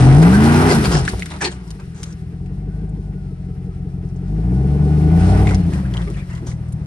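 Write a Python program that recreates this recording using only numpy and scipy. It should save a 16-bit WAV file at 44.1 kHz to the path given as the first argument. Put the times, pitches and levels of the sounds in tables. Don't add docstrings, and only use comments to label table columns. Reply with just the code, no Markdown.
import sys
import numpy as np
from scipy import signal
from scipy.fft import rfft, irfft, next_fast_len
from scipy.io import wavfile
from scipy.ndimage import uniform_filter1d

SR = 44100
rng = np.random.default_rng(int(sys.argv[2]) if len(sys.argv) > 2 else 0)


def master(y):
    cut = np.clip(np.atleast_2d(y).T, -1, 1)
    pcm = np.round(cut * 32767)
    wavfile.write(sys.argv[1], SR, pcm.astype(np.int16))


def level_to_linear(level):
    exponent = np.asarray(level, float) / 20
    return 10 ** exponent


N = 302526
RUN_IN = 8820
EXIT_LAG_S = .0148
SLIP_DB = 2.8

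# time in seconds, firings per second.
FIRING = [(0.0, 123.1), (0.13, 138.5), (0.42, 224.3), (0.65, 255.1), (0.8, 215.2), (0.98, 136.2),
          (1.22, 83.8), (1.88, 41.0), (2.25, 40.7), (2.6, 49), (2.85, 53), (3.1, 48.2), (3.35, 44.5),
          (4.1, 43.9), (4.2, 44.5), (4.67, 71.3), (5.05, 76.8), (5.42, 104.0), (5.85, 64.6), (6.3, 41.4),
          (6.86, 38.3)]
# time in seconds, level in dB.
LOAD = [(0, -9.5), (.3, -8), (.66, -4), (.78, -11), (.93, -19), (1.2, -30.5), (1.65, -33.5), (2.05, -32),
        (2.45, -28), (2.85, -26.5), (3.3, -29), (4.2, -26), (4.5, -17.5), (5.08, -13), (5.36, -12),
        (5.65, -17), (6.27, -28), (6.86, -24.5)]
# time in seconds, level in dB.
EFFORT = [(0, -33), (.3, -32.5), (.69, -28), (.9, -32.5), (1.2, -44), (1.72, -57), (2.05, -57.5),
          (2.37, -63), (4.15, -63), (4.4, -57.5), (5.1, -48), (5.27, -39.5), (5.39, -40), (5.56, -46.5),
          (6.04, -51), (6.57, -59.5), (6.86, -61)]
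# time of full strength in seconds, strength 0 to 1, rise in seconds, fade in
# seconds.
UNEVEN_BOUTS = [
    (.5, 1, .25, .75),
    (5.4, .25, .3, .15),
]
NEAR_BANK = [0, 1, 0, 1, 1, 0, 1, 0]
CYLINDER_DB = [-1, 1, 0, .5, -1.5, -2, .5, 0]
LEAK_DB = [-16, -15, -5, -14, -15, 1, -13, -16]
# firings per second, boom, drone, rasp and shell in dB.
PIPE_BY_SPEED = [(39.3, -4.5, 0, -16, -29.5), (51.6, 0.5, -0.5, -14.5, -27), (79, -3.5, -1, -11, -24),
                 (87, -1, -0.5, -13.5, -20), (99.2, 1.5, -4.5, -10.5, -15.5), (136, -3.5, 4.5, -9.5, -14.5),
                 (202.5, -10, 0.4, -10.5, -18.5), (262, -13.5, -9, -14.5, -18)]
OVERRUN_DB = [-0.41, 0.23, 0.39, 0.0009, -1.6]
# frequency in Hz, width in Hz, level in dB.
BOOM = [(57.7, 20, 0.5), (102, 87, -10)]
# frequency in Hz, width in Hz, level in dB.
DRONE = [(112.5, 27.4, 0.06), (166.6, 31, 0.1)]
# frequency in Hz, width in Hz, level in dB.
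TAIL_RING = [(190, 19.4, -0.28)]
# frequency in Hz, width in Hz, level in dB.
IDLE_RING = [(184, 24, 0)]
# firings per second, level in dB.
IDLE_RING_BY_SPEED = [(40, -6), (50, -3), (70, -2), (110, -7), (140, -30)]
# frequency in Hz, width in Hz, level in dB.
BARK = [(188, 83, 2.2), (265.5, 14, 3.7)]
# firings per second, level in dB.
BARK_BY_SPEED = [(45, -20), (68, -23), (103, -15), (125, -13.5), (175, -8), (230, 3)]
# frequency in Hz, width in Hz, level in dB.
RASP = [(247.6, 24.5, 1.5), (298.3, 47.3, 3), (375.6, 32.4, 6), (419.6, 51.6, 5), (470.6, 93, 0)]
# frequency in Hz, width in Hz, level in dB.
SHELL = [(617.3, 58, -2.5), (754.4, 34, 0), (822, 42.4, -2), (996, 290, -9.5)]
# frequency in Hz, width in Hz, level in dB.
ROAR = [(850, 29, 1.5), (694, 80, -16.5), (934, 77, 7), (785, 670, 0.5)]
# firings per second, level in dB against the shell modes.
ROAR_BY_SPEED = [(90, -28), (130, -2), (250, 9.5)]
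MUFFLER_DIP_HZ = (204, 252)
TURN_S = (5.42, 5.94)
# multiple of firing, pipe mode in Hz, width in octaves, level in dB against load.
ORDERS_HEARD = [(2, 158, .3, -11.5), (2, 295, .2, -18), (1.375, 325, 0.2, -18.5), (4, 300, 0.13, -17),
                (3, 305, .12, -15.5)]
# frequency in Hz, width in Hz, level in dB.
PANELS = [(1890, 14, 7.7), (2170, 38, 11), (2260, 5.2, 4.3), (2770, 13, 1.7), (1300, 1670, 12)]
# frequency in Hz, width in Hz, level in dB.
PANEL_NOTE = [(1475, 14, -2.5), (1165, 26, -7)]
# firings per second, level in dB.
PANEL_NOTE_BY_SPEED = [(45, -15), (60, -5), (105, -2.5), (140, -12.5)]
# frequency in Hz, width in Hz, level in dB.
BAY = [(1400, 130, 4), (1608, 75, -1), (1980, 48, -4)]
# firings per second, level in dB against the panels.
BAY_BY_SPEED = [(110, -21), (170, -4), (250, -1)]
# frequency in Hz, width in Hz, level in dB.
BRACKETS = [(1410, 34, 5), (2700, 24, -0.5), (2877, 19, 0.5), (3040, 43, 3.5), (4180, 25, -0.5),
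            (4591, 29, 2), (4985, 15, -2.5)]
# start in seconds, peak in dB, ring in Hz, snap in dB against the peak.
CRACKS = [(0.2257, -17.5, 1580, -10.5), (0.854, -20.5, 1410, -4.5), (1.051, -29.5, 3650, 0),
          (1.077, -14.5, 1710, -16.5), (1.0907, -35, 4700, 11), (1.1942, -38.5, 2160, 7.5),
          (1.2219, -24, 2090, -16), (1.258, -29.5, 1910, -2), (1.115, -45, 3720, 2),
          (1.303, -36.5, 3520, -9), (1.315, -33, 2030, -10), (1.338, -35, 2290, -13),
          (1.362, -42.5, 4000, -4), (0.951, -18, 1600, -8), (5.4896, -27, 2230, -8.5),
          (1.517, -37.5, 3080, -4.5), (1.677, -47.5, 5270, -1), (1.7051, -38.5, 5200, 3.5),
          (1.7985, -43.5, 1310, -2), (2.031, -30.5, 5850, 2.5), (2.125, -43, 5440, -4),
          (2.4594, -50.5, 2320, -3.5), (2.893, -53.5, 8600, -9), (4.089, -56, 5800, -11),
          (4.1615, -52, 5900, -11), (4.28, -58, 5500, -12), (5.47, -22, 2110, -28),
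          (5.5088, -28, 1410, -7.5), (5.5452, -30, 5300, 0), (5.735, -35.5, 2300, -2.5),
          (5.9381, -33.5, 3100, -7), (5.969, -28, 3120, -29), (6.0172, -37, 3130, -9.5),
          (6.0744, -37, 2020, -27), (6.101, -53, 4130, 12), (6.2915, -44, 1930, -21),
          (6.351, -46, 3280, 2.5), (6.371, -44.5, 2800, -4), (6.515, -40, 2000, -9),
          (6.685, -47.5, 9500, -14), (6.7228, -37.5, 9600, -10)]
# start in seconds, level in dB.
KNOCKS = [(0.2251, -15), (1.1348, -23.5), (1.1918, -35.5), (5.47, -40), (5.509, -29), (5.5458, -30.5),
          (5.282, -23.5)]
# start in seconds, length in seconds, level in dB, ring in Hz, body in dB.
SCRAPES = [(0.684, 0.04, -30, 4800, -18.5), (0.835, 0.017, -30.5, 4540, -19.5),
           (0.906, 0.081, -35, 5300, -22.5), (1.06, 0.033, -59, 4230, -55),
           (1.302, 0.0096, -42.5, 3770, -52), (1.404, 0.041, -36, 2410, -34),
           (1.405, 0.021, -37.5, 5700, -53), (1.434, 0.021, -27, 4400, -40),
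           (1.503, 0.019, -59.5, 7300, -40), (1.784, 0.028, -56.5, 2490, -45),
           (1.941, 0.17, -62, 6160, -52), (5.452, 0.087, -44, 2170, -52), (5.714, 0.082, -51, 1890, -38.5),
           (5.933, 0.076, -48, 2060, -38.5), (6.16, 0.033, -50.5, 2310, -49),
           (6.291, 0.09, -51.5, 1980, -48.5), (6.459, 0.05, -52.5, 5800, -44.5)]
# start in seconds, length in seconds, level in dB, note in Hz, width in Hz.
GROANS = [(1.403, 0.018, -27, 1680, 260), (1.408, .06, -31, 820, 220), (1.424, .06, -26.5, 352, 60),
          (1.43, 0.051, -35, 1810, 220), (0.99, .008, -36, 720, 100), (1.4, .36, -54.5, 770, 400),
          (5.485, .05, -40, 2040, 120), (1.3, 0.067, -40.5, 760, 430), (1.41, 0.065, -39, 2650, 780),
          (5.505, 0.021, -35, 950, 300), (6.065, 0.047, -32, 360, 87), (6.416, 0.032, -33.5, 300, 85),
          (6.458, .014, -34, 180, 67), (5.3, 0.024, -28.5, 290, 83), (6.49, 0.05, -61, 2000, 46),
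          (.69, 0.021, -26.5, 2050, 91), (.33, 0.031, -25, 1570, 64)]
# start in seconds, length in seconds, level in dB, first Hz, last Hz.
SQUEAKS = [(5.722, .03, -44, 1750, 1800), (5.845, .022, -41, 1480, 1560), (5.935, .018, -43, 1800, 1850),
           (5.983, .026, -44, 1830, 1870), (6.018, .02, -46, 2000, 2050), (6.066, .035, -44, 1200, 1200),
           (6.138, .02, -48, 2900, 2500), (6.155, .024, -45, 1800, 2000), (6.178, .045, -46, 2500, 2300),
           (6.168, .04, -51, 3450, 3550), (6.218, .018, -46, 1850, 2050), (6.29, .045, -48, 1900, 1900),
           (6.31, .025, -50, 2800, 2800), (5.11, .03, -45, 2000, 1980), (5.0, .025, -50, 2350, 2350)]
# frequency in Hz, level in dB per Hz.
HISS = [(1060, -29.5), (1800, -20), (2030, -14.5), (2310, -15), (3790, -12.5), (5500, -11), (6790, -19.5),
        (9150, -13), (10200, -3.5), (11200, -7.5), (12400, -12.5), (16200, -77.5), (22000, -120)]
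STEER_S = (2.78, 4.05)
# frequency in Hz, left-right likeness -1 to 1,
# share of the difference that is a phase lead, left excess in dB.
PORTS = [(40, .997, .9, 1.4), (80, .992, .9, 1.2), (130, .986, .8, 2.3), (240, .945, .6, 1.5),
         (350, .9, .5, .9), (600, .7, .4, .1), (1200, -.12, .3, -2.7), (2500, -.05, .1, 2.7),
         (5000, .22, .1, 5), (6800, -.3, .7, .5), (9900, -.65, .9, .1), (10300, .84, .6, .1)]
TOP_EDGES_HZ = [10400, 10800, 11300, 11800, 12250, 12600]
GATE_DB = [-69, -72, -72, -69, -63]


def engine():
    pulses, blended, leaks = pulse_trains()
    puffs = evened(signal.lfilter([1], [1, -.997], -leaks))
    gas = (1 + 0.015 * puffs) * rng.standard_normal((4, 2, N + RUN_IN))
    pipe = boom(blended) + drone(pulses, leaks) + rasp(pulses, leaks, gas)
    pipe = pipe + shell(pulses, gas) + orders() + brackets(gas)
    speed, = in_time(FIRING)
    swallowed = band(pipe, *MUFFLER_DIP_HZ, order=1)
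    pipe = pipe - .6 * np.clip((92 - speed) / 12, 0, 1) * swallowed
    return pipe + panels(gas) + hiss(gas) + whine()


def crank():
    speed, = in_time(FIRING)
    return (np.cumsum(speed) - speed[0] * RUN_IN) / SR + 8.3


def throttle():
    change = uniform_filter1d(np.gradient(np.log2(in_time(FIRING)[0])) * SR, size=9000)
    t, uneven = np.arange(-RUN_IN, N) / SR, 0
    for s, strength, rise_s, fade_s in UNEVEN_BOUTS:
        rise = np.clip((t - s) / rise_s + 1, 0, 1)
        uneven = uneven + strength * rise * np.exp(-(np.clip(t - s, 0, 9) / fade_s) ** 2)
    return np.clip(change, 0, 1.5), np.clip(-change, 0, 2.5), uneven


def pulse_trains():
    pull, overrun, uneven = throttle()
    spread = cylinder_spread(uneven)
    far_db = -5.7 + 2.5 * pull - 4 * uneven - 5 * np.sqrt(uneven * (1 - uneven))
    rough_db = 1.6 - .8 * np.minimum(pull, 1) + .9 * uneven * overrun
    pulses = firings(CYLINDER_DB, spread, far_db, rough_db)
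    pulses = pulses + .006 * rng.standard_normal(N + RUN_IN)
    blended = firings(CYLINDER_DB, spread ** 0, far_db, rough_db)
    blended = blended + .006 * rng.standard_normal(N + RUN_IN)
    leaks = firings(LEAK_DB, 1 / spread, 0 * far_db, rough_db / 2)
    return pulses, blended, np.roll(leaks, int(.003 * SR))


def cylinder_spread(uneven):
    return 1 + 4.5 * uneven


def firings(cylinder_db, spread, far_db, rough_db):
    far_pipe_s, jitter_s = .0008, .0001
    turns = crank()
    at = np.flatnonzero(np.diff(np.floor(turns)) > 0)
    cylinder = np.floor(turns[at + 1]).astype(int) % 8
    far = 1 - np.array(NEAR_BANK)[cylinder]
    chance = rng.standard_normal((1000, 2))[:len(at)]
    size_db = np.array(cylinder_db)[cylinder] * spread[at] + far * far_db[at]
    size_db = size_db + rough_db[at] * chance[:, 0]
    late_s = far * far_pipe_s + jitter_s * rough_db[at] * chance[:, 1]
    pulses = np.zeros(len(turns))
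    pulses[np.clip(at + (late_s * SR).astype(int), 0, len(turns) - 1)] = -level_to_linear(size_db)
    return pulses - uniform_filter1d(pulses, size=3000)


def centred(pulses, modes, low_hz, high_hz, order):
    size = next_fast_len(len(pulses))
    shape = np.abs(rfft(band(resonate(np.arange(size) == 0, modes), low_hz, high_hz, order=order)))
    return np.roll(irfft(rfft(pulses, size) * shape, size), int(EXIT_LAG_S * SR))[:len(pulses)]


def pipe_db(part):
    (speed,), (load_db,) = in_time(FIRING), in_time(LOAD)
    share_db = at_hz(np.array(PIPE_BY_SPEED)[:, [0, part + 1]], speed)
    return load_db + share_db + OVERRUN_DB[part] * throttle()[1]


def pedal_cut():
    centre_s, width_s = 0.737, 0.06
    return np.exp(-((np.arange(-RUN_IN, N) / SR - centre_s) / width_s) ** 2)


def tail_turned():
    return in_time([(TURN_S[0], 0), (TURN_S[1], 1)])[0]


def boom(blended):
    _, overrun, uneven = throttle()
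    wave = centred(np.roll(blended, int(.0019 * SR)), BOOM, 36.4, 117.0, order=3)
    return level_to_linear(pipe_db(0) - 10 * pedal_cut() + 2.5 * overrun * uneven) * evened(wave)


def drone(pulses, leaks):
    (speed,), (_, overrun, uneven) = in_time(FIRING), throttle()
    wave = centred(pulses, DRONE, 122, 171.6, order=5)
    wave = wave + resonate(wave, TAIL_RING)
    idle = resonate(resonate(pulses + 1.04 * leaks, IDLE_RING), IDLE_RING)
    idle_db = at_hz(IDLE_RING_BY_SPEED, speed) + 3.5 * overrun * np.clip((speed - 55) / 15, 0, 1)
    wave = evened(wave) + level_to_linear(idle_db) * evened(idle)
    wave = wave * np.sqrt(uniform_filter1d(centred(pulses, DRONE, 100, 200, order=4) ** 2, size=9000))
    wave = wave + tail_turned() * centred(pulses, DRONE, 116, 125, order=2)
    bark_db = at_hz(BARK_BY_SPEED, speed) + 1.0 - 0.5 * overrun * uneven
    wave = wave + level_to_linear(bark_db) * centred(pulses, BARK, 96, 256.0, order=3)
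    return level_to_linear(pipe_db(1) - 3 * pedal_cut()) * evened(wave)


def rasp(pulses, leaks, gas):
    (speed,), (load_db,), turned = in_time(FIRING), in_time(LOAD), tail_turned()
    pull, _, uneven = throttle()
    spread = cylinder_spread(uneven)
    knocks = band(leaks, 385, 500) + 1.2 * band(np.roll(leaks, -600), 240, 310)
    knocks = 115 * np.clip((load_db + 33) / 5, .25, 1) / spread * knocks
    pulled = (35 + 50 * pull + 45 * np.clip((speed - 52) / 20, 0, 1)) / spread * band(pulses, 265, 330)
    idling = np.clip((64 - speed) / 12, .2, 1) * (1 - np.minimum(pull + uneven, 1))
    drive = gas[0] + knocks + pulled + 22 * idling * band(pulses, 210, 250)
    out = band(resonate(resonate(drive, RASP), RASP), 190, 575)
    out = out + turned * (band(out, 200, 400, order=3) - out)
    hum = evened(band(gas[3], 457, 637))
    return level_to_linear(pipe_db(2)) * (level_to_linear(-5 * turned) * evened(out) + turned * level_to_linear(-13) * hum)


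def shell(pulses, gas):
    (speed,), turned, (pull, overrun, uneven) = in_time(FIRING), tail_turned(), throttle()
    drive = gas[3] + (16 + 45 * pull) / cylinder_spread(uneven) * pulses
    wall = band(resonate(resonate(drive, SHELL), SHELL), 540, 1250, order=3)
    rush = evened(band(gas[1], 480, 1000))
    roar = band(resonate(gas[1] + 14.0 * pulses, ROAR), 470, 1050) * level_to_linear(2.0 * drift(40))
    roar = level_to_linear(at_hz(ROAR_BY_SPEED, speed) + 28.5 * turned) * evened(roar)
    out = level_to_linear(-3.5 * overrun) * evened(wall) + level_to_linear(-22.5) * rush + roar
    turn_db = -4 * np.clip(8 * turned - .5, 0, 1) * np.minimum(overrun, 1)
    return level_to_linear(pipe_db(3) + turn_db) * evened(out)


def orders():
    (speed,), (load_db,), overrun = in_time(FIRING), in_time(LOAD), throttle()[1]
    turns, out = np.roll(crank(), int(EXIT_LAG_S * SR)), 0
    for k, hz, width, db in ORDERS_HEARD:
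        level_db = load_db + db - 12 * overrun - 6 * (np.log2(k * speed / hz) / width) ** 2
        heard = (k * speed < 1.6 * hz) * (speed > 55)
        out = out - level_to_linear(level_db) * np.cos(2 * np.pi * k * turns) * heard
    return out


def panels(gas):
    (speed,), (effort_db,), overrun = in_time(FIRING), in_time(EFFORT), throttle()[1]
    plates = band(resonate(gas[1] * level_to_linear(1.5 * drift(30)), PANELS), 950, 2900)
    shield = level_to_linear(at_hz(PANEL_NOTE_BY_SPEED, speed) - 10 * overrun) * evened(resonate(gas[1], PANEL_NOTE))
    bay = evened(resonate(gas[3] * level_to_linear(1.9 * drift(45)), BAY))
    out = evened(plates) + shield + level_to_linear(at_hz(BAY_BY_SPEED, speed)) * bay
    return level_to_linear(effort_db + OVERRUN_DB[-1] * overrun) * out


def cracks():
    snap_s, ring_s, knock_s, rise_s = .035, .028, .065, .001
    out, t = np.zeros((2, N + 4000)), np.arange(4000) / SR
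    for s, db, hz, snap_db in CRACKS:
        a, b = rng.standard_normal((2, 2, 4000))
        snap = rms_one(band(a, 540, 17000)) * level_to_linear(snap_db - 60 * t / snap_s)
        ring = rms_one(resonate(b, [(hz, hz * .15, 0)])) * level_to_linear(1.0 - 60 * t / ring_s)
        ring = ring * np.clip(t / rise_s, 0, 1)
        out[:, int(s * SR):int(s * SR) + 4000] += level_to_linear(db) * (snap + ring)
    for s, db in KNOCKS:
        blow = rng.standard_normal((2, 4000)) + 12.4 * (t == 0)
        knock = rms_one(resonate(blow, [(406, 102, 6), (865, 590, -13)]))
        out[:, int(s * SR):int(s * SR) + 4000] += knock * level_to_linear(db - 60 * t / knock_s)
    return out[:, :N]


def scrapes():
    out, t = np.zeros((2, N)), np.arange(9000) / SR
    for s, length_s, db, hz, low_db in SCRAPES:
        stroke = np.clip(t / .012, 0, 1) * level_to_linear(-60 * np.clip(t - length_s, 0, 1) / .12)
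        slips = rng.standard_normal((2, 9000)) * level_to_linear(SLIP_DB * np.repeat(rng.standard_normal(100), 90))
        ring = rms_one(resonate(slips, [(hz, hz * .1, 0), (hz / 2, hz * .06, -3)]))
        broad_db = -5.5 + 27 * max(np.log2(hz / 4400), 0)
        bright = ring + level_to_linear(broad_db) * rms_one(band(slips, 1300, 9800))
        body = rms_one(resonate(slips, [(351, 50, 10), (795, 470, -1.0), (1680, 130, -7.0)]))
        at = int(s * SR)
        out[:, at:at + 9000] += stroke * (level_to_linear(db) * bright + level_to_linear(low_db) * body)
    return out


def groans():
    out = np.zeros((2, N))
    for s, length_s, db, hz, width_hz in GROANS:
        t = np.arange(int((length_s + .06) * SR)) / SR
        stroke = np.clip(t / .01, 0, 1) * level_to_linear(-60 * np.clip(t - length_s, 0, 1) / .09)
        uneven = np.repeat(rng.standard_normal(100), 200)[:len(t)]
        slips = rng.standard_normal((2, 20000))[:, :len(t)] * level_to_linear(SLIP_DB * uneven)
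        mode = [(hz, 1.5 * width_hz, 0)]
        note = resonate(resonate(slips, mode), mode)
        note = note / np.sqrt(uniform_filter1d(note ** 2, size=700) + 1e-20)
        out[:, int(s * SR):int(s * SR) + len(t)] += level_to_linear(db) * stroke * note
    return out


def squeaks():
    out = np.zeros((2, N))
    for s, length_s, db, from_hz, to_hz in SQUEAKS:
        u = np.linspace(0, 1, int(length_s * SR))
        waver = 1 + .07 * np.repeat(rng.standard_normal((2, 60)), 66, axis=1)[:, :len(u)]
        turns = np.cumsum((from_hz + (to_hz - from_hz) * u) * waver, axis=1) / SR
        glide = np.sin(np.pi * u) ** .5 * np.sin(2 * np.pi * turns)
        out[:, int(s * SR):int(s * SR) + len(u)] += level_to_linear(db) * glide
    return out


def hiss(gas):
    (effort_db,), size = in_time(EFFORT), N + RUN_IN
    colour = level_to_linear(at_hz(HISS, np.fft.rfftfreq(size, 1 / SR)))
    ticks = (rng.random(size) < 900 / SR) * level_to_linear(0.94 * rng.exponential(1, size))
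    ticks = ticks * rng.standard_normal((2, size))
    noise = rms_one(gas[2]) * level_to_linear(2.2 * drift(20)) + level_to_linear(-7) * rms_one(ticks)
    return level_to_linear(effort_db) * evened(irfft(rfft(noise) * colour, size))


def brackets(gas):
    effort_db, = in_time(EFFORT)
    return level_to_linear(effort_db - 15 + 3.0 * drift(8.4)) * rms_one(resonate(gas[2], BRACKETS))


def whine():
    (speed,), (effort_db,), (pull, overrun, _) = in_time(FIRING), in_time(EFFORT), throttle()
    start_s, end_s = STEER_S
    steering, = in_time([(start_s - .3, 0), (start_s, 1), (end_s, 1), (end_s + .3, 0)])
    level_db = -75 + .6 * (np.clip(effort_db, -63, -50) + 63) - 8 * np.maximum(overrun - .5, 0)
    level_db = level_db + 2.5 * pull + 2.5 * drift(35) + 10 * steering
    belt_slip = 1 + .022 * drift(60) + .003 * drift(6)
    return level_to_linear(level_db) * np.sin(2 * np.pi * 29.6 * np.cumsum(speed * belt_slip) / SR)


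def rms_one(x):
    return x / np.sqrt(np.mean(x ** 2) + 1e-20)


def evened(x):
    return x / np.sqrt(uniform_filter1d(uniform_filter1d(x ** 2, size=7000), size=7000) + 1e-20)


def in_time(rows):
    s, *columns = np.transpose(rows)
    return [np.interp(np.arange(-RUN_IN, N) / SR, s, c) for c in columns]


def at_hz(points, hz):
    points = np.array(points)
    return np.interp(np.log(hz + 1), np.log(points[:, 0]), points[:, 1])


def drift(rate):
    knots = rng.standard_normal(N // 200)
    return np.interp(np.arange(N + RUN_IN) / SR * rate, np.arange(len(knots)), knots) * 1.4


def band(x, low_hz, high_hz, order=2):
    return signal.sosfilt(signal.butter(order, [low_hz, high_hz], "band", fs=SR, output="sos"), x)


def resonate(x, modes):
    out = 0
    for k, (hz, width_hz, db) in enumerate(modes):
        r = np.exp(-np.pi * width_hz / SR)
        top = (1 - r * r) / 2 * level_to_linear(db) * (-1) ** k
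        out = out + signal.lfilter([top, 0, -top], [1, -2 * r * np.cos(2 * np.pi * hz / SR), r * r], x)
    return out


def ports(x):
    hz, curves = np.fft.rfftfreq(N, 1 / SR), np.array(PORTS)
    alike, lead, left_db = (at_hz(curves[:, [0, k]], hz) for k in (1, 2, 3))
    alike, lead = np.clip(alike, -1, 1), np.clip(lead, 0, 1)
    direct = rfft(x[0])
    scattered = rfft(np.roll(x[1], int(.007 * SR)))
    apart = np.sqrt((1 - alike) / 2) * (np.sqrt(lead) * 1j * direct + np.sqrt(1 - lead) * scattered)
    direct = direct * np.sqrt((1 + alike) / 2)
    level = np.sqrt(2 / (1 + alike))
    left, right = (direct + apart) * level_to_linear(left_db / 2), (direct - apart) * level_to_linear(-left_db / 2)
    return irfft(level * np.array([left, right]), N)


def scene():
    return ports(engine()[:, RUN_IN:] + cracks() + scrapes() + groans() + squeaks())


def roll_off(x):
    return signal.sosfilt(signal.butter(12, 12600, fs=SR, output="sos"), x)


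def record(dry):
    x = np.tanh(dry / .93)
    out = signal.sosfilt(signal.cheby2(18, 45, 9900, fs=SR, output="sos"), x)
    shared_luck = drift(7)[:N]
    loud_db = 10 * np.log10(uniform_filter1d(x[0] ** 2, size=9000) + 1e-9)
    for low_hz, high_hz, gate_db in zip(TOP_EDGES_HZ, TOP_EDGES_HZ[1:], GATE_DB):
        strip, luck = band(x, low_hz, high_hz, order=4), drift(30)[:N]
        strip_db = 10 * np.log10(uniform_filter1d(strip[0] ** 2, size=900) + 1e-14) + 2.5 * luck
        strong = strip_db > gate_db + .25 * (loud_db + 15)
        lucky = .8 * shared_luck + .6 * luck > -.3
        out = out + level_to_linear(-11.5) * uniform_filter1d(strong * lucky * 1., size=300) * strip
    hz = np.fft.rfftfreq(N, 1 / SR)
    out = irfft(rfft(out) * ((hz < 9950) | (hz > 10350)), N)
    return roll_off(out)


dry = scene()
out = record(dry)
master(out)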